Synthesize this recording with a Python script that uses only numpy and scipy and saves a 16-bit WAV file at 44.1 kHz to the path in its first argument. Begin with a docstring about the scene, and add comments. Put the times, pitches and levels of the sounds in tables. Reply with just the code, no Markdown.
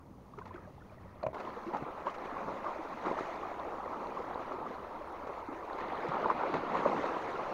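"""Rock pool and lapping sea

Water drips among quiet rocks while hands, shifting a wet catch, knock the camera housing. The scene
then changes to the sea lapping at the shore. Each bubble rings as a mass of water on a spring of air:
countless tiny ones merge into a rush, and larger ones gulp singly. Spray, droplets and the knocks add
short cracks and ticks. The housing around the single microphone muffles the rush and the cracks."""
import sys
import numpy as np
from scipy import signal
from scipy.fft import rfft, irfft, next_fast_len
from scipy.io import wavfile
from scipy.ndimage import uniform_filter1d

SR = 44100
rng = np.random.default_rng(int(sys.argv[2]) if len(sys.argv) > 2 else 0)


def wav_record(signal):
    """Record a signal, one row per channel, as 16-bit PCM in the file named by sys.argv[1]."""
    frames = np.transpose(np.atleast_2d(signal))
    bounded = np.clip(frames, -1, 1)
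    # unit amplitude maps onto the largest positive 16-bit level
    quanta = np.round(bounded * 32767).astype(np.int16)
    wavfile.write(sys.argv[1], SR, quanta)


N = 332073
CHANGE_S, GAP_S = 1.325, .004  # the sea follows the pool after a brief silence

# Water heard through the housing. Each row: frequency in Hz, relative level in dB.
HOUSING_SPECTRUM = [(53, -30), (90, -15), (168, -5.5), (539, -1), (672, -2), (985, 0), (1300, -3.5),
                    (1500, -12), (2160, -14.5), (3160, -29.5), (4190, -31), (5120, -38.5), (6390, -38.5),
                    (7970, -47), (11000, -63), (14300, -82), (22000, -120)]
# Edges in Hz of the five water bands: slosh, rush, fizz, spray and mist.
BAND_EDGES_HZ = [0, 300, 1500, 2800, 4800, 22050]
# Water among the rocks. Each row: time in seconds, then the level of each band in dB.
POOL_LEVELS = [(0.0, -63, -65, -79, -87, -89), (0.38, -62, -63, -76, -81, -82),
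               (0.54, -62, -55, -63, -81, -87), (0.714, -61, -62.5, -74.5, -79, -83),
               (0.868, -72, -61, -72.5, -80, -84), (1.2, -61.5, -58, -68, -81, -86)]
# Swell of the sea. Each row: time in seconds, then the level of each band in dB.
SEA_LEVELS = [(1.34, -58.5, -43.5, -66, -74, -81), (1.42, -55, -43.5, -58, -68, -77),
              (1.53, -55.5, -44.5, -59, -69, -77), (2.03, -57, -45, -60.5, -71.5, -78.5),
              (2.29, -58.5, -42, -55, -68, -76.5), (2.44, -50, -40, -55.5, -68, -73.5),
              (2.92, -58, -43.5, -57, -68.5, -75), (3.22, -51.5, -42, -51.5, -63.5, -69.5),
              (3.44, -61, -42.5, -56.5, -67.5, -76), (3.72, -55.5, -42, -58, -69.5, -75.5),
              (4.53, -54, -40.5, -59, -68.5, -76.5), (4.72, -54.5, -43.5, -60.5, -68.5, -78.5),
              (4.99, -60, -45.5, -61, -70.5, -79), (5.67, -62, -43, -57.5, -71.5, -76.5),
              (5.87, -54, -41, -53.5, -64, -75.5), (6.22, -49, -35.5, -49, -60, -72.5),
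              (6.61, -48, -38.5, -52.5, -62, -75.5), (6.94, -45, -33, -47.5, -59.5, -66.5),
              (7.13, -52.5, -37.5, -49.5, -61.5, -69.5), (7.53, -53, -39, -53.5, -63.5, -71)]
# Wavelets on rock. Each row: crest time in seconds, fall time in seconds, then twice the rise in dB
# of the rush, of the slosh and of the three upper bands.
WAVELETS = [(1.267, 0.065, 11, 9, -3), (1.386, 0.035, -5, -2, 11), (1.57, .04, 2, 2, 0),
            (1.669, 0.028, 0, 27, 8), (1.742, 0.042, 17.5, 13, 13), (1.887, 0.083, 4.5, 9, -2),
            (2.067, 0.043, 16, 6, 17), (2.252, 0.033, 3, 13, 9), (2.324, .05, -1.5, 5, -5),
            (2.487, 0.032, 12, 7, 3), (2.657, 0.07, 10.5, -8, 2), (2.8, .04, 1, -2, -2),
            (2.915, 0.082, 5, 17, 2), (3.066, 0.099, 12, 17, 6.5), (3.18, 0.025, 9, 5, 6),
            (3.3, 0.083, 6, -11, 3), (3.45, 0.059, 4, 3, 1), (4.158, 0.062, 1.5, -2, 5),
            (4.36, .05, 2.5, -7, -5), (4.626, .05, 4, -2, -6), (4.732, 0.045, 2, 1, 5),
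            (5.29, 0.061, 6, 7, 4), (5.495, 0.046, 2, 14, -7), (5.66, .04, -5, -5, -1),
            (5.807, 0.028, -1, 1, 11), (6.032, 0.068, 8.5, -1, 2.5), (6.144, 0.026, 3, 18, 6),
            (6.252, 0.032, 6, 11, -4), (6.305, 0.028, 11.5, 4, 9), (6.455, 0.18, 6, -5, 1.5),
            (6.55, 0.065, 3, 11, 9), (6.75, 0.037, 8, 0, 6), (6.862, 0.04, 5, 8.5, -1),
            (7.06, 0.033, 4.5, 5, 5), (7.295, 0.042, 1, -5, 4), (7.396, 0.036, 1.5, 1, -4)]
# Wind rumble and microphone hiss. Each row: frequency in Hz, spectral density in dB.
AIR_SPECTRUM = [(15, -78), (30, -90), (60, -78), (100, -85), (200, -104.5), (400, -100), (1500, -112),
                (4000, -119), (7000, -120), (9000, -119), (12000, -122), (15500, -119)]
# Low resonances. Each row: frequency in Hz, bandwidth in Hz, level in dB before filtering.
HUM_BANDS = [(63, 14, -64.5), (95, 8.3, -64.5), (131, 8.9, -65.5), (180, 38, -63), (332, 420, -62)]
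# Drips into the pool. Each row: peak time in seconds, peak level in dB, pitch in Hz.
POOL_DRIPS = [(0.339, -45, 1136), (0.378, -49, 1310), (0.384, -40.5, 408), (0.416, -40, 1030),
              (0.422, -50, 1500), (0.461, -53, 1190), (0.468, -43, 895), (0.511, -40, 990),
              (0.549, -39, 344), (0.56, -46, 1500), (0.566, -49, 344), (0.581, -43.5, 1230),
              (0.652, -53, 1600), (0.678, -45, 602), (0.782, -50, 820), (0.81, -56, 1730),
              (0.822, -51, 1421), (0.898, -58, 2360), (0.925, -47.5, 604), (0.985, -54, 1873),
              (0.975, -55, 620), (1.059, -47, 555), (1.16, -48, 600), (1.215, -49, 1300)]
# Short noisy cracks: slaps of spray and the crack of knocks on the housing. Each row: time in seconds,
# level in dB before filtering, seconds to fall by 60 dB, brightness from 0 to 1.
NOISY_CRACKS = [(0.3856, -52.5, 0.053, 0.3), (0.4544, -54, 0.07, 0.6), (0.4748, -54.5, 0.061, 1),
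                (0.5427, -54, 0.032, 0.54), (0.5612, -57, 0.039, 0.54), (1.23, -50.5, 0.042, 0),
                (1.2655, -44.5, 0.027, 0), (1.3429, -48.5, 0.062, 0.5), (1.4003, -46, 0.063, 0.38),
                (1.768, -47, 0.05, 0.8), (2.064, -53, 0.11, 0.6), (2.0984, -49, 0.097, 1),
                (2.139, -48.5, 0.11, 0.8), (3.0243, -56, 0.06, 0.8), (3.1904, -42.5, 0.06, 1),
                (5.2687, -51, 0.07, 0.36), (5.7821, -48.5, 0.072, 0.2), (6.084, -45, 0.047, 0.6),
                (6.2966, -51, 0.062, 0.4), (6.54, -38.5, 0.034, 0.25), (6.77, -44, 0.018, 0)]
# Short high ticks: droplets, and the click of a knock on the housing.
# Each row: peak time in seconds, peak level in dB, pitch in Hz.
HIGH_TICKS = [(0.4554, -59, 4070), (0.5427, -57, 3260), (1.233, -46.5, 4230), (1.3683, -57, 2940),
              (1.4514, -51, 2900), (2.0677, -52, 3020), (2.0844, -48, 2800), (2.0981, -49, 3080),
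              (2.1849, -54, 3950), (2.2603, -50, 3020), (3.4144, -53, 2800), (3.5972, -50.5, 3610),
              (4.0716, -52, 4140), (4.346, -48, 3840), (5.0789, -63, 8940), (5.1244, -63, 9720),
              (5.7314, -49.5, 4060), (5.8835, -52, 3660), (5.9768, -46.5, 3200), (6.4847, -52, 4030),
              (6.8154, -51, 3270), (6.8967, -49, 3740), (6.9112, -54, 2870)]
# Knocks on the housing. Each row: peak time in seconds, level in dB, gain of the overtones in dB.
HOUSING_KNOCKS = [(1.23, -40, -4), (1.24, -26, -14), (1.251, -29.5, -22), (1.268, -26, -3),
                  (1.276, -40, -19), (1.287, -32.5, -15), (1.303, -44, -16), (1.315, -47, -23)]
# Modes of the housing. Each row: frequency in Hz, relative level in dB, ring time in milliseconds.
HOUSING_MODES = [(620, 0.5, 6.8), (1020, -8, 5.), (1730, -14, 1.6), (2368, -15.5, 2.4)]
# Dull blows. Each row: peak time in seconds, peak level in dB, pitch in Hz.
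DULL_BLOWS = [(1.268, -37.5, 126), (1.83, -42, 148), (6.092, -36.5, 154), (6.546, -40, 146)]
# Trapped air. Each row: peak time in seconds, peak level in dB, pitch in Hz, ring time in milliseconds.
AIR_POCKETS = [(1.477, -36, 1040, 12), (1.57, -39.5, 475, 18), (1.675, -35, 324, 29), (1.69, -36, 354, 27),
               (1.738, -27, 870, 5.8), (1.749, -20.5, 990, 2.5), (1.761, -30, 850, 14),
               (1.825, -32.5, 258, 5.1), (1.977, -37, 870, 8.2), (2.07, -25, 960, 6.4),
               (2.074, -32.5, 580, 14.2), (2.079, -30, 1110, 11), (2.33, -40, 282, 17.7),
               (2.369, -32, 1110, 4.5), (2.494, -35, 875, 8), (2.667, -29.5, 1166, 10),
               (2.762, -37, 610, 14.6), (2.797, -37, 314, 23), (2.926, -36, 1094, 12),
               (3.039, -32, 645, 3.6), (3.069, -33, 1260, 7.2), (3.071, -26.5, 387, 4.6),
               (3.084, -28, 826, 8.6), (3.114, -23, 420, 3.7), (3.115, -33.5, 1020, 7.4),
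               (3.17, -34, 610, 7), (3.189, -29, 1275, 5.7), (3.21, -27, 356, 4), (3.289, -39, 676, 25),
               (3.434, -32.5, 1140, 7.6), (3.517, -32, 689, 4.6), (3.801, -36.5, 810, 17),
               (3.862, -32, 523, 8.1), (4.175, -29.5, 1086, 8), (4.205, -32, 495, 9.5),
               (4.359, -27, 570, 1.9), (4.378, -34, 1030, 7.8), (4.521, -31, 1130, 5.1),
               (4.543, -38.5, 372, 24), (4.629, -39, 906, 10), (4.666, -34, 1190, 9.7),
               (4.838, -40.5, 394, 15.6), (5.014, -39, 590, 19.5), (5.082, -38, 920, 10),
               (5.24, -44, 274, 20), (5.272, -35, 473, 5.2), (5.294, -39, 600, 14), (5.38, -39, 910, 6.5),
               (5.489, -32.5, 303, 10.2), (5.525, -40, 294, 25), (5.65, -40, 450, 18),
               (5.75, -37.5, 330, 15.6), (5.924, -26, 715, 4.1), (5.99, -33.5, 443, 15.5),
               (6.05, -32, 470, 20), (6.23, -22, 547, 2.9), (6.239, -32, 1170, 8.4), (6.26, -20, 934, 5.7),
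               (6.303, -17, 1054, 5), (6.312, -26, 1060, 3.5), (6.411, -31, 714, 5.3),
               (6.436, -28, 865, 10), (6.554, -28.5, 580, 6.8), (6.726, -38, 760, 4.8),
               (6.855, -20.5, 1080, 4.4), (6.862, -15, 566, 8.1), (6.932, -26, 780, 6.6),
               (7.043, -25, 555, 6.7), (7.166, -38, 620, 12), (7.396, -31, 710, 4.4)]
# Left-right difference. Each row: frequency in Hz, level in dB relative to the common signal.
SIDE_SPECTRUM = [(60, -26), (200, -50), (700, -39), (1300, -69.5), (4400, -41.5), (8000, -33), (15000, -20)]
# Notch of the microphone port. Its values: centre in Hz, width in Hz, gain in dB.
PORT_NOTCH = (7820, 550, -5.5)


def gain_of(db):
    """Amplitude grows tenfold with every 20 dB."""
    return 10 ** (np.asarray(db) / 20)


def unit_rms(x):
    """Dividing by the root mean square gives unit power."""
    return x / np.sqrt(np.mean(x ** 2) + 1e-20)


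def level_at(spectrum, hz):
    """A spectrum is interpolated on a logarithmic frequency axis."""
    freqs, levels = np.transpose(spectrum)
    return np.interp(np.log(hz + 1), np.log(freqs + 1), levels)


def filtered(x, spectrum):
    """A linear filter multiplies each frequency by its own gain."""
    size = next_fast_len(len(x))
    gain = gain_of(level_at(spectrum, np.fft.rfftfreq(size, 1 / SR)))
    return irfft(rfft(x, size) * gain, size)[:len(x)]


def add(mix, start_s, sound):
    """Sound pressures add by superposition."""
    part = mix[round(start_s * SR):][:len(sound)]
    part += sound[:len(part)]


def ring(hz, ms, glide, rise):
    """A damped resonator peaks at the fraction `rise` of its ring time and decays as its pitch glides."""
    age = np.arange(0, 4 * ms / 1000, 1 / SR) / (ms / 1000)  # in ring times
    envelope = ((age / rise) * np.exp(1 - age / rise)) ** 1.42
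    pitch = hz * (1 + glide * (age - rise))
    return envelope * np.sin(2 * np.pi * np.cumsum(pitch) / SR)


def rings(rows, glide, rise):
    """Damped oscillations superpose, each peaking at its given time."""
    out = np.zeros(N)
    for peak_s, db, hz, ms in rows:
        add(out, peak_s - rise * ms / 1000, gain_of(db) * ring(hz, ms, glide, rise))
    return out


def rush(patch_db=1.87, flicker_db=-0.76):
    """Countless tiny bubbles sum incoherently to noise, with drifting patches and a common flicker."""
    frames = N // 128 + 5
    real, imag, patches = rng.standard_normal((frames, 257, 3)).T
    patches = uniform_filter1d(patches, size=7, axis=0)  # across frequency
    patches = unit_rms(uniform_filter1d(patches, size=18, axis=1))  # across time
    flicker = unit_rms(uniform_filter1d(rng.standard_normal(frames), size=14))
    spectra = (real + 1j * imag) * gain_of(patch_db * patches + flicker_db * flicker)
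    return unit_rms(signal.istft(spectra, nperseg=512, noverlap=384)[1][:N])


def gurgle(base_per_s=900, spread_db=2.0, sizes=40):
    """Bubbles arrive in random clumps and resonate by size; smaller ones tend to decay sooner."""
    clumps = gain_of(3 * unit_rms(uniform_filter1d(rng.standard_normal(N), size=2000)))
    chance, strength, size = rng.random((N, 3)).T
    born = chance < base_per_s * clumps / SR
    impulses = born * gain_of(spread_db * np.minimum(-np.log(strength + 1e-9), 4))
    size_index = (size * sizes).astype(int)
    out = np.zeros(N)
    for k, hz in enumerate(np.geomspace(200, 6500, sizes)):
        ms = 9 * (500 / hz) ** 0.52 * rng.uniform(0.49, 2.06)
        bubble = ring(hz, ms, glide=0.026, rise=0.3)
        bubble *= hz ** 0.23 / np.linalg.norm(bubble)
        out += signal.oaconvolve(impulses * (size_index == k), bubble)[:N]
    return unit_rms(out)


def lapping(rise_to_fall=0.4, lull=0.22):
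    """Wavelets, each within a lull, ride on a slow swell and modulate the five band levels in dB."""
    step = [(CHANGE_S, *POOL_LEVELS[-1][1:]), (CHANGE_S, *SEA_LEVELS[0][1:])]
    swell_s, *swells = np.transpose([*POOL_LEVELS, *step, *SEA_LEVELS])
    crest_s, fall_s, *rises = np.transpose(WAVELETS)
    t = np.arange(N) / SR
    coarse = t[::64]
    age = (coarse[:, None] - crest_s) / fall_s
    age = np.where(age < 0, age / rise_to_fall, age)
    shape = (0.5 + lull) * np.exp(-2 * age ** 2) - lull * np.exp(-age ** 2 / 2)
    rush_db, slosh_db, upper_db = (shape @ rise for rise in rises)
    laps = [slosh_db, rush_db, upper_db, upper_db, upper_db]
    levels = [np.interp(coarse, swell_s, swell) + lap for swell, lap in zip(swells, laps)]
    return [np.interp(t, coarse, level) for level in levels]


def water(gurgle_db=-9):
    """Transmission through the housing muffles the bubble noise; each band swells in its own time."""
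    bubbles = rush() + gain_of(gurgle_db) * gurgle()
    spectrum = rfft(filtered(bubbles, HOUSING_SPECTRUM))
    hz, out = np.fft.rfftfreq(N, 1 / SR) + 1, np.zeros(N)
    highpass = [np.clip(.5 + 2 * np.log2(hz / (edge + 1)), 0, 1) for edge in BAND_EDGES_HZ]
    for k, level_db in enumerate(lapping()):
        band = irfft(spectrum * (highpass[k] - highpass[k + 1]), N)
        out += gain_of(level_db) * unit_rms(band)
    return out


def air(pool_db=-3):
    """Wind rumble and microphone hiss are broadband noise, a little weaker at the pool."""
    gain = np.where(np.arange(N) < CHANGE_S * SR, gain_of(pool_db), 1)
    return np.sqrt(SR / 2) * filtered(rng.standard_normal(N), AIR_SPECTRUM) * gain


def hum():
    """Noise confined to low resonances wavers as a hum, heard only at the pool."""
    out = np.zeros(N)
    for hz, width, db in HUM_BANDS:
        band = signal.lfilter(*signal.iirpeak(hz, hz / width, SR), rng.standard_normal(N))
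        out += gain_of(db) * unit_rms(band)
    return filtered(out, [(300, 3), (1200, 0.5), (4000, -58)]) * (np.arange(N) < CHANGE_S * SR)


def drips(ms_at_1khz=8, trickle_per_s=45, trickle_start_s=0.36, trickle_db=-60):
    """Drips ring as bubbles, the higher ones damped sooner; a faint random trickle runs between them."""
    span_s = CHANGE_S - trickle_start_s
    when, strength, height = rng.random((round(trickle_per_s * span_s), 3)).T
    levels = trickle_db + 9 * (strength - .5) - 14 * height  # higher is fainter
    trickle = zip(trickle_start_s + when * span_s, levels, 600 * 4.5 ** height)
    rows = [(s, db, hz, ms_at_1khz * (1000 / hz) ** 0.43) for s, db, hz in [*POOL_DRIPS, *trickle]]
    return rings(rows, glide=0.029, rise=0.42)


def cracks():
    """Brief impacts are broadband; the housing takes their treble, less from the bright near ones."""
    out, t = np.zeros(N), np.arange(6000) / SR
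    reference_db = level_at(HOUSING_SPECTRUM, 4270)
    for s, db, t60, brightness in NOISY_CRACKS:
        attack = np.minimum(t / (0.077 * t60), 1)
        burst = attack * gain_of(db - 60 * t / t60) * rng.standard_normal(len(t))
        colour = [(hz, level - reference_db + brightness * 6 * np.log2(min(hz, 5000) / 4000))
                  for hz, level in HOUSING_SPECTRUM]
        padded = np.pad(burst, round(.01 * SR))  # room for the filter to ring
        add(out, s - .011, filtered(padded, colour))
    return out


def ticks(cycles=7.1):
    """Short high ticks ring for a set number of cycles, so ring time varies inversely with pitch."""
    rows = [(s, db, hz, 1000 * cycles / hz) for s, db, hz in HIGH_TICKS]
    return rings(rows, glide=.02, rise=0.4)


def knocks():
    """An impact excites the normal modes of the housing; hard ones wake more of its overtones."""
    rows = [(s, db + mode_db + (k > 0) * overtone_db, hz, ms)
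            for s, db, overtone_db in HOUSING_KNOCKS
            for k, (hz, mode_db, ms) in enumerate(HOUSING_MODES)]
    return rings(rows, glide=0.033, rise=0.41)


def thuds(ring_ms=21):
    """A dull blow is a heavily damped low oscillation whose pitch sags."""
    return rings([(*blow, ring_ms) for blow in DULL_BLOWS], glide=-0.034, rise=0.35)


def gulps():
    """Large pockets of trapped air pulsate at their natural frequency, which creeps upward."""
    return rings(AIR_POCKETS, glide=0.011, rise=0.3506)


def scene():
    """All sources superpose at one microphone; at the sea a faint random-phase difference sets the left and
    right channels slightly apart."""
    mid = water() + drips() + cracks() + ticks() + knocks() + thuds() + gulps() + hum() + air()
    t = np.arange(N) / SR
    outside_gap_s = abs(t - CHANGE_S - GAP_S / 2) - GAP_S / 2
    mid *= np.clip(outside_gap_s * 1000, 0, 1)  # 1 ms fades
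    hz, _, spectra = signal.stft(mid, SR, nperseg=1024)
    phases = np.exp(2j * np.pi * rng.random(spectra.shape[::-1]).T)
    side_spectra = spectra * phases * gain_of(level_at(SIDE_SPECTRUM, hz))[:, None]
    side = signal.istft(side_spectra, SR, nperseg=1024)[1][:N] * (t > CHANGE_S)
    return np.array([mid + side, mid - side])


def record(dry):
    """Cancellation in the microphone port weakens one narrow band; a low-pass limits the treble."""
    size = next_fast_len(N)
    centre_hz, width_hz, db = PORT_NOTCH
    hz = np.fft.rfftfreq(size, 1 / SR)
    notch = gain_of(db * np.exp(-((hz - centre_hz) / width_hz) ** 2))
    ported = irfft(rfft(dry, size) * notch, size)[:, :N]
    lowpass = signal.firwin(2047, cutoff=15730, window=("kaiser", 6), fs=SR)
    return signal.oaconvolve(ported, lowpass[None], "same")


dry = scene()
out = record(dry)
wav_record(out)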